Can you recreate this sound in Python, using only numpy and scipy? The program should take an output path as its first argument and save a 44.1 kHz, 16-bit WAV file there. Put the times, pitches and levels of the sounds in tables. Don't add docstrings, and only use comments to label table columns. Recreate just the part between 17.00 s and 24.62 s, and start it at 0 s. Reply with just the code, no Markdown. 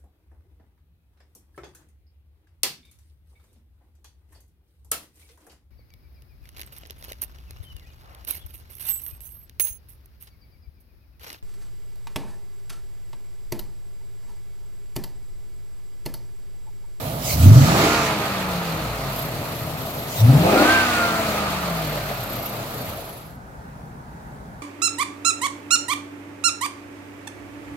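import sys
import numpy as np
from scipy import signal
from scipy.fft import rfft, irfft, next_fast_len
from scipy.io import wavfile
from scipy.ndimage import uniform_filter1d, map_coordinates

SR = 44100
rng = np.random.default_rng(int(sys.argv[2]) if len(sys.argv) > 2 else 0)


def put_to_file(sound):
    columns = np.atleast_2d(sound).T
    safe = np.clip(columns, -1, 1)
    whole_steps = np.round(safe * 32767)
    wavfile.write(sys.argv[1], SR, whole_steps.astype(np.int16))


def invert_db(level):
    return 10 ** (np.asarray(level, dtype=float) / 20)


N = 336041
T = np.arange(N) / SR

# time_s, firing_hz
ENGINE_SPEED = [(0, 57.96), (.28, 57.8), (.45, 88.16), (.63, 143.4), (.8, 208.2), (.93, 235), (1.17, 207.2),
                (1.65, 169.5), (2.1, 133.1), (3.12, 85.85), (3.3, 123.4), (3.56, 224.8), (3.73, 261.8),
                (3.99, 230.9), (4.25, 219.3), (4.85, 156.2), (5.4, 121.1), (6.45, 84.3)]
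# open_s, shut_s, boom_db, growl_db, unevenness (0-1)
THROTTLE_STABS = [
    (0.282, 0.829, -1, -9.5, 0.4),
    (3.189, 3.622, -5, -2.5, 0.74),
]
WEAK_BREATH_S = [.548, 3.33]
CYLINDER_SUCTION = [-4.5, 2.5, -3.5, -35, -9, 4.5, 1, -7]
# firing_hz, level_db
OPEN_BOOM = [(64, -39), (81, -17.5), (98, -2.5), (124, -5), (145, -9.5), (175, -18.5), (205, -25),
             (240, -46)]
# firing_hz, level_db
SHUT_BOOM = [(60, -41), (98, -53), (120, -40), (145, -39), (167, -29.5), (205, -34.5), (225, -35.5),
             (250, -31.5)]
BOOM_TILT = [-3, 7]
# firing_hz, share (0-1)
UNEVEN_SHARE = [(100, 0), (125, 0.69), (150, 1), (200, 0.65)]
# firing_hz, level_db
CAVITY_RING = [(70, -41), (93, -20), (108, -65), (123, -21.5), (150, -25), (176, -28.5), (205, -25.5),
               (235, -19.5)]
# pitch_hz, width_hz, level_db
SLOW_CAVITY = [(168, 30, -3), (262, 28, 0), (305, 30, -6)]
# pitch_hz, width_hz, level_db
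FAST_CAVITY = [(195, 30, -18), (312, 26, 0), (425, 35, -8)]
# firing_hz, level_db
DUCT_GROWL = [(70, -41), (90, -33.5), (125, -30), (170, -19.5), (200, -14.5), (245, -15)]
# pitch_hz, width_hz, level_db
DUCT_MODES = [(397, 18.6, 9.5), (519.7, 15, 11.5), (622, 74, 7), (796, 140, 2.5)]
# level_db at 150 firings a second, db_per_octave of speed, open_throttle_db
RUMBLE_RULE = (-34.5, -1.2, 3.8)
ROAR_RULE = (-32, 10.6, 3.5)
CLATTER_RULE = (-36, 7.9, 4.2)
MUTTER_RULE = (-31, 4.2, 0.5)
AIR_RULE = (-37.5, 1, 3.8)
SQUEAL_RULE = (-45.5, -0.048, -7)
WHINE_RULES = [
    (-43, 3, 6),
    (-52, 15, 1),
    (-53, 14, 1),
    (-46.5, 12, 0),
]
# turns per crank turn, level_db
SHAFT_TONES = [(1, -7), (1.52, 0), (3.03, -2)]
OVERTONE_TONES = [(5, -7), (5.42, -5), (6, -7), (6.5, -10), (8, -3), (11, -10), (12, 0), (20, -7)]
ALTERNATOR_TONES = [(24.45, 0), (27.7, -13), (42.8, -13)]
FAN_TONES = [(9.3, -7), (10.6, -5), (14.5, -5), (16, 0), (18.4, 0), (21.2, -7), (22.5, -3), (30.6, -8),
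             (33.5, -9)]
# first_place_db, second_place_db
FAMILY_FACING = [
    (0, 0),
    (1.5, 0),
    (-7, 1),
    (.5, -2.5),
]
BAY_COUPLING = [
    1,
    1,
    1,
    .3,
]
# pitch_hz, width_hz, level_db
BAY_MODES = [(57, 10, 6), (315, 40, 12), (445, 60, 10), (675, 60, 14), (800, 50, 9), (1040, 50, 7),
             (1238, 60, 19), (1405, 60, 21), (1560, 90, 21), (1780, 80, 15), (2750, 160, 22)]
CAMERA_STEP_S = [2.3, 3.2]
RUMBLE_PLACES = [2, -1.5]
# firing_hz, level_db
IDLE_RUMBLE = [(62, -4), (85, 0)]
# pitch_hz, level_db per Hz
RUMBLE_COLOUR = [(15, -51), (25, -46), (48, -24), (70, -8), (113, 6), (162, 3.5), (185, -14), (210, -6),
                 (260, -3), (340, -58), (570, -120)]
MUTTER_COLOUR = [(120, -53), (200, 3), (211, -11), (276, -6.5), (382, -8.5), (431, -6), (496, -6),
                 (659, 0.5), (845, -9.5), (1000, -9), (1300, -17.5), (2200, -120)]
FAN_COLOUR = [(470, -62), (800, -3.5), (1060, -3.5), (1230, 3), (1590, -5), (2530, -5), (2800, -8.5),
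              (3640, -27), (6160, -120)]
CLATTER_COLOUR = [(1290, -23), (2200, -12), (2650, -10), (2940, -4.5), (4330, -2.5), (5560, -11.5),
                  (7490, -12.5), (9280, -17.5), (11500, -16), (15000, -44), (22000, -120)]
AIR_COLOUR = [(5590, -11), (9500, -10.5), (13300, -3), (15100, -7), (15800, -8)]
PUFF_COLOUR = [(1200, -120), (2000, 2), (4000, 3), (7000, 4.5), (9000, -0.5), (12000, 0.5), (16000, 7.5)]
OPEN_RUSH_COLOUR = [(1500, -37), (3000, -8), (5500, 4.5), (7900, 1.5), (8300, -13), (12000, -5), (15800, -9)]
YARD_THRUM_COLOUR = [(15, -43), (25, -26), (43, -8), (64, 1.5), (81, -18), (128, -3), (161, -3.5),
                     (295, -14.5), (450, -26.5), (580, -51), (990, -120)]
TRAFFIC_COLOUR = [(210, -37), (350, -12), (379, -8), (452, -8.5), (497, -7.5), (764, -4.5), (827, -3),
                  (1100, -11), (1470, -9), (1750, -14.5), (2910, -29), (10100, -33.5), (15800, -35)]
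# start_s, end_s, level_db
PLATE_PUFFS = [
    (0.235, 0.354, -23.5),
    (0.366, 0.505, -29),
    (3.099, 3.227, -28),
    (3.45, 4.402, -32.5),
]
# start_s, end_s, level_db
OPEN_RUSH = (0.5, 1.095, -33)
# time_s, centre_hz
BELT_PITCH = [(0, 12300), (.4, 11500), (.6, 12600), (1.1, 13100), (2.1, 12800), (2.75, 12050), (3.1, 12000),
              (3.6, 13300), (4.1, 13500), (4.5, 13100), (4.92, 12900), (5.85, 11800), (6.4, 11500)]
# time_s, level_db, length_s
BELT_SLIPS = [(.4, -45, .1), (2.22, -40, .1), (2.6, -44, .12), (2.9, -45, .12), (4.92, -42, .1),
              (5.33, -39, .25), (5.85, -43, .15), (6.22, -41, .15)]
# firing_hz, squeal_db
BELT_GRIP = [(62, -12), (85, 0)]
# pitch_hz, likeness (-1 to 1), under the hood and across the yard
LIKENESS_NEAR = [(60, 0.73), (130, 1), (290, 0.91), (640, 0.82), (1400, 0.17), (3000, 0.1), (7000, 0.14),
                 (15000, 0.06)]
LIKENESS_FAR = [(60, 0.88), (130, 0.89), (290, 0.96), (640, 0.14), (1410, -0.6), (3100, 0.31),
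                (6820, -0.0099), (15000, -0.2)]
# start_s, end_s
CLOSE_FADE_S = [5.89, 6.403]
# pitch_hz, width_hz, level_db
TAILPIPE_MODES = [(60.4, 41, 2), (120, 25, 2.5), (164, 33, -3), (237, 34, -1)]
# time_s, left_lag_samples, left_over_right_db, nearness_db
CAMERA_AIM = [(0, 12, -2.5, 4), (.7, 10.5, -1, 2.2), (1.2, -4, 0.5, -1.5), (1.7, -1, 1, -1.7),
              (2.2, -4, 1, -0.6), (2.7, -4.5, 2, -0.8), (3.2, -8.5, 1.5, 1), (3.7, -4.5, 1.5, -0.4),
              (4.2, -5.5, 1.4, -0.94), (5.2, -2, 1.2, -1.3), (5.7, 6, 1.5, -1.8), (6.2, 1.5, 0.7, -0.7),
              (6.6, -2.5, 1, 0)]
# pitch_hz, left_over_right_db
PORT_LEAN = [(60, 0.5), (110, 0), (200, 0.5), (380, 1), (700, -1.5), (1290, -2.5), (2380, -2), (4400, -3),
             (8120, -2), (15000, 0.5)]


def engine():
    firing_hz = speed()
    firings = np.cumsum(firing_hz) / SR
    opening, boom_db, growl_db, lope = throttle()
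    load = stabs(0.57, 0.54)

    tilt_db = np.interp(T, CAMERA_STEP_S, BOOM_TILT) * np.log2(firing_hz / 120)
    breath = opening * invert_db(along(OPEN_BOOM, firing_hz) + boom_db + tilt_db)
    coasting = (1 - opening) * invert_db(along(SHUT_BOOM, firing_hz))
    uneven = 0.04 + opening * lope * along(UNEVEN_SHARE, firing_hz)
    boom = intake_boom(firings, breath + coasting, uneven)
    echo = np.array([[1], [-1]]) * invert_db(-18.5) * np.imag(signal.hilbert(boom))

    gulping = opening * invert_db(along(DUCT_GROWL, firing_hz) + growl_db)
    muttering = invert_db(law(MUTTER_RULE, firing_hz, opening))
    squeal_db = law(SQUEAL_RULE, firing_hz, opening) + along(BELT_GRIP, firing_hz)
    air_db = law(AIR_RULE, firing_hz, opening)
    flutter_db = .8 * wobble(26)
    near = growl(firings, gulping, muttering)
    near = near + block_rumble(firing_hz, opening, breath)
    near += fan_roar(firing_hz, load)
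    near += valve_clatter(firings, firing_hz, load, flutter_db)
    near += whines(firings, firing_hz, load)
    near += air_bursts()
    near += invert_db(flutter_db) * belt_whistle(firings, squeal_db, air_db)
    near *= invert_db(curves(CAMERA_AIM)[2])

    fade = np.interp(T, CLOSE_FADE_S, [1, 0]) ** 1.15
    return fade * (near + boom + echo + opening * bark(firings, firing_hz))


def speed():
    size = int(.07 * SR)
    once = uniform_filter1d(curves(ENGINE_SPEED)[0], size=size)
    return uniform_filter1d(once, size=size)


def throttle():
    first, second = np.array(THROTTLE_STABS)[:, 2:, None]
    return stabs(.065, .15), *np.where(T < np.mean(WEAK_BREATH_S), first, second)


def stabs(rise_s, fall_s):
    return sum(np.interp(T, [start, start + rise_s, end, end + fall_s], [0, 1, 1, 0])
               for start, end, *_ in THROTTLE_STABS)


def law(rule, firing_hz, opening):
    level_db, octave_db, open_db = rule
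    return level_db + octave_db * np.log2(firing_hz / 150) + open_db * opening


def intake_boom(firings, tone, uneven):
    anchors = np.interp(WEAK_BREATH_S, T, firings)
    cycle = (firings - np.where(T < np.mean(WEAK_BREATH_S), *anchors)) / 8
    weak = (.5 + .5 * np.cos(2 * np.pi * cycle)) ** 1.67
    throb = 1 - np.clip(uneven, 0, 1) * (2 * weak - .6)
    phase = 2 * np.pi * firings + 0.18 * wobble(14)
    return np.sqrt(2) * tone * invert_db(.8 * wobble(9)) * throb * np.sin(phase)


def bark(firings, firing_hz):
    count = firings.astype(int)
    suction = invert_db(np.array(CYLINDER_SUCTION))[count % len(CYLINDER_SUCTION)]
    sizes = suction - .45 + .4 * rng.standard_normal(N // 20)[count]
    snaps = sizes * np.diff(count, prepend=0)

    def cavity(modes):
        return filtered(snaps, lambda hz: resonances(modes)(hz) * resonances([(250, 300, 0)])(hz) ** 2)

    fast = np.interp(firing_hz, [130, 185], [0, 1])
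    ring = (1 - fast) * cavity(SLOW_CAVITY) + fast * cavity(FAST_CAVITY)
    loudness = np.sqrt(abs(uniform_filter1d(ring ** 2, size=SR // 16)) + 1e-20)
    return invert_db(along(CAVITY_RING, firing_hz) + 1.5) * ring / loudness


def growl(firings, gulping, muttering):
    gulp = (.5 + .5 * np.cos(2 * np.pi * firings)) ** 7.0
    sizes = invert_db(2 * rng.standard_normal(N // 20))[firings.astype(int)]
    turbulence = gulp * sizes * rng.standard_normal((2, N))
    duct = lambda hz: resonances(DUCT_MODES)(hz) * hz ** 2 / (hz ** 2 + 350 ** 2)
    mid, side = unit(filtered(turbulence, duct))
    side = .35 * side
    mutter = rush(MUTTER_COLOUR, LIKENESS_NEAR, patchy_db=1.5)
    return gulping * np.array([mid + side, mid - side]) + muttering * mutter


def block_rumble(firing_hz, opening, breath):
    place_db = np.interp(T, CAMERA_STEP_S, RUMBLE_PLACES)
    steady = invert_db(law(RUMBLE_RULE, firing_hz, opening) + place_db + along(IDLE_RUMBLE, firing_hz))
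    shaken = invert_db(-12.5) * breath
    return (steady + shaken) * invert_db(0.53 * wobble(7.3)) * rush(RUMBLE_COLOUR, LIKENESS_NEAR, patchy_db=-1.5)


def fan_roar(firing_hz, load):
    return invert_db(law(ROAR_RULE, firing_hz, load)) * rush(FAN_COLOUR, LIKENESS_NEAR, patchy_db=1.2)


def valve_clatter(firings, firing_hz, load, flutter_db):
    ticking = 1 + 0.06 * np.cos(2 * np.pi * firings) + 0.13 * np.cos(2 * np.pi * firings / 4)
    clatter = rush(CLATTER_COLOUR, LIKENESS_NEAR, patchy_db=1.0, gate=ticking)
    return invert_db(law(CLATTER_RULE, firing_hz, load) + flutter_db) * clatter


def whines(firings, firing_hz, load):
    out, grid_hz = np.zeros(N), np.arange(4000)
    peaks = sum((invert_db(db) / (1 + (2 * (grid_hz - hz) / width) ** 2)) ** 2 for hz, width, db in BAY_MODES)
    lift = np.sqrt(1 + peaks)
    families = [SHAFT_TONES, OVERTONE_TONES, ALTERNATOR_TONES, FAN_TONES]
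    wavers_db = [2.5, 2, .8, 3.5]
    for family, rule, place_db, coupling, waver_db in zip(
            families, WHINE_RULES, FAMILY_FACING, BAY_COUPLING, wavers_db):
        level_db = law(rule, firing_hz, load) + np.interp(T, CAMERA_STEP_S, place_db)
        for turns, tone_db in family:
            phase = 2 * np.pi * turns * firings / 4
            gain = np.interp(turns * firing_hz / 4, grid_hz, lift ** coupling)
            level = gain * invert_db(level_db + tone_db + waver_db * wobble(8))
            out += level * np.sin(phase + .4 * wobble(14))
    return np.sqrt(2) * out


def air_bursts():
    puffs = sum(gust(*row) for row in PLATE_PUFFS)
    plate = puffs * rush(PUFF_COLOUR, LIKENESS_NEAR, patchy_db=-3.5)
    return plate + gust(*OPEN_RUSH) * rush(OPEN_RUSH_COLOUR, LIKENESS_NEAR, patchy_db=-0.5)


def gust(start_s, end_s, level_db):
    times_s = [start_s - .035, start_s + 0.069, end_s - .02, end_s + 0.01]
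    return invert_db(level_db) * np.interp(T, times_s, [0, 1, 1, 0])


def belt_whistle(firings, steady_db, air_db):
    centre_hz, = curves(BELT_PITCH)
    slips = sum(invert_db(db) * np.exp(-((T - s) / length) ** 2) for s, db, length in BELT_SLIPS)
    level = invert_db(steady_db) + slips
    chirp = (.5 + .5 * np.cos(2 * np.pi * firings / 4)) ** 1.5 + .35
    streaks = np.zeros((2, N))
    for offset_hz, streak_db in [(-450, -3), (0, 2), (420, -1), (1896, -11)]:
        slow = filtered(rng.standard_normal((2, 2, N)), lambda hz: 1 / (1 + (hz / 200) ** 2))
        phase = 2 * np.pi * np.cumsum(centre_hz + offset_hz) / SR
        hiss = unit(slow[0] * np.cos(phase) + slow[1] * np.sin(phase))
        streaks += hiss * invert_db(streak_db + 3 * wobble(11))
    air = rush(AIR_COLOUR, LIKENESS_NEAR, patchy_db=1.5)
    return level * unit(chirp * streaks) + invert_db(air_db) * air


def yard():
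    count = (40 * T + .25 * wobble(5)).astype(int).clip(0)
    puffs = (1 + .45 * rng.standard_normal(N // 100)[count]) * np.diff(count, prepend=0)
    pipe = unit(filtered(puffs, resonances(TAILPIPE_MODES)))
    thrum = invert_db(-41.5) * (.55 * pipe + rush(YARD_THRUM_COLOUR, LIKENESS_FAR, patchy_db=1))
    traffic = invert_db(-44 + .5 * wobble(6)) * rush(TRAFFIC_COLOUR, LIKENESS_FAR, patchy_db=.7)
    whine = invert_db(-76 + 4 * wobble(8)) * np.sin(2 * np.pi * 9706 * T + .8 * wobble(20))
    fade = np.interp(T, [5.8, 6.35], [0, 1])
    return fade * (thrum + traffic + whine)


def rush(colour, alike, patchy_db, gate=1):
    z = signal.stft(gate * rng.standard_normal((2, N)), nperseg=512)[2]
    field = rng.standard_normal(z.shape[1:])
    field = uniform_filter1d(uniform_filter1d(field, size=6, axis=0), size=8, axis=1)
    pair = signal.istft(z * invert_db(patchy_db * unit(field)), nperseg=512)[1][:, :N]

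    def spread(hz):
        angle = np.arccos(np.clip(along(alike, hz), -1, 1)) / 2
        return invert_db(along(colour, hz)) * np.array([np.cos(angle), np.sin(angle)])

    mid, side = filtered(pair, spread)
    return unit(np.array([mid + side, mid - side]))


def resonances(modes):
    return lambda f: sum((-1) ** k * invert_db(db) * 1j * f * width / (hz * hz - f * f + 1j * f * width)
                         for k, (hz, width, db) in enumerate(modes))


def filtered(x, response):
    m = next_fast_len(N + SR // 4)
    return irfft(rfft(x, m) * response(np.fft.rfftfreq(m, 1 / SR)), m)[..., :N]


def wobble(rate_hz):
    knots = rng.standard_normal(int(N * 60 / SR) + 4)
    return map_coordinates(knots, [T * np.clip(rate_hz, .1, 59)])


def curves(rows):
    time_s, *columns = np.transpose(rows)
    return [np.interp(T, time_s, column) for column in columns]


def along(points, hz):
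    f, value = np.transpose(points)
    return np.interp(np.log(hz + 1), np.log(f + 1), value)


def unit(x):
    return x / np.sqrt(np.mean(x ** 2) + 1e-20)


def scene():
    left, right = engine() + yard()
    lag, lean_db, _ = curves(CAMERA_AIM)
    at = np.arange(N)
    ports = [map_coordinates(left, [at - lag / 2]), map_coordinates(right, [at + lag / 2])]
    return np.array(ports) * invert_db(np.array([lean_db, -lean_db]) / 2)


def roll_off(x):
    return signal.sosfilt(signal.butter(12, 15910, fs=SR, output="sos"), x)


def record(dry):
    def ports(hz):
        lean = invert_db(np.array([[.5], [-.5]]) * along(PORT_LEAN, hz))
        return lean * (hz < 15900) * hz ** 4 / (hz ** 4 + 36 ** 4)

    x = filtered(dry, ports)
    x = x / (1 + np.abs(x / 1.1) ** 6) ** (1 / 6)
    return roll_off(x)


dry = scene()
out = record(dry)
put_to_file(out)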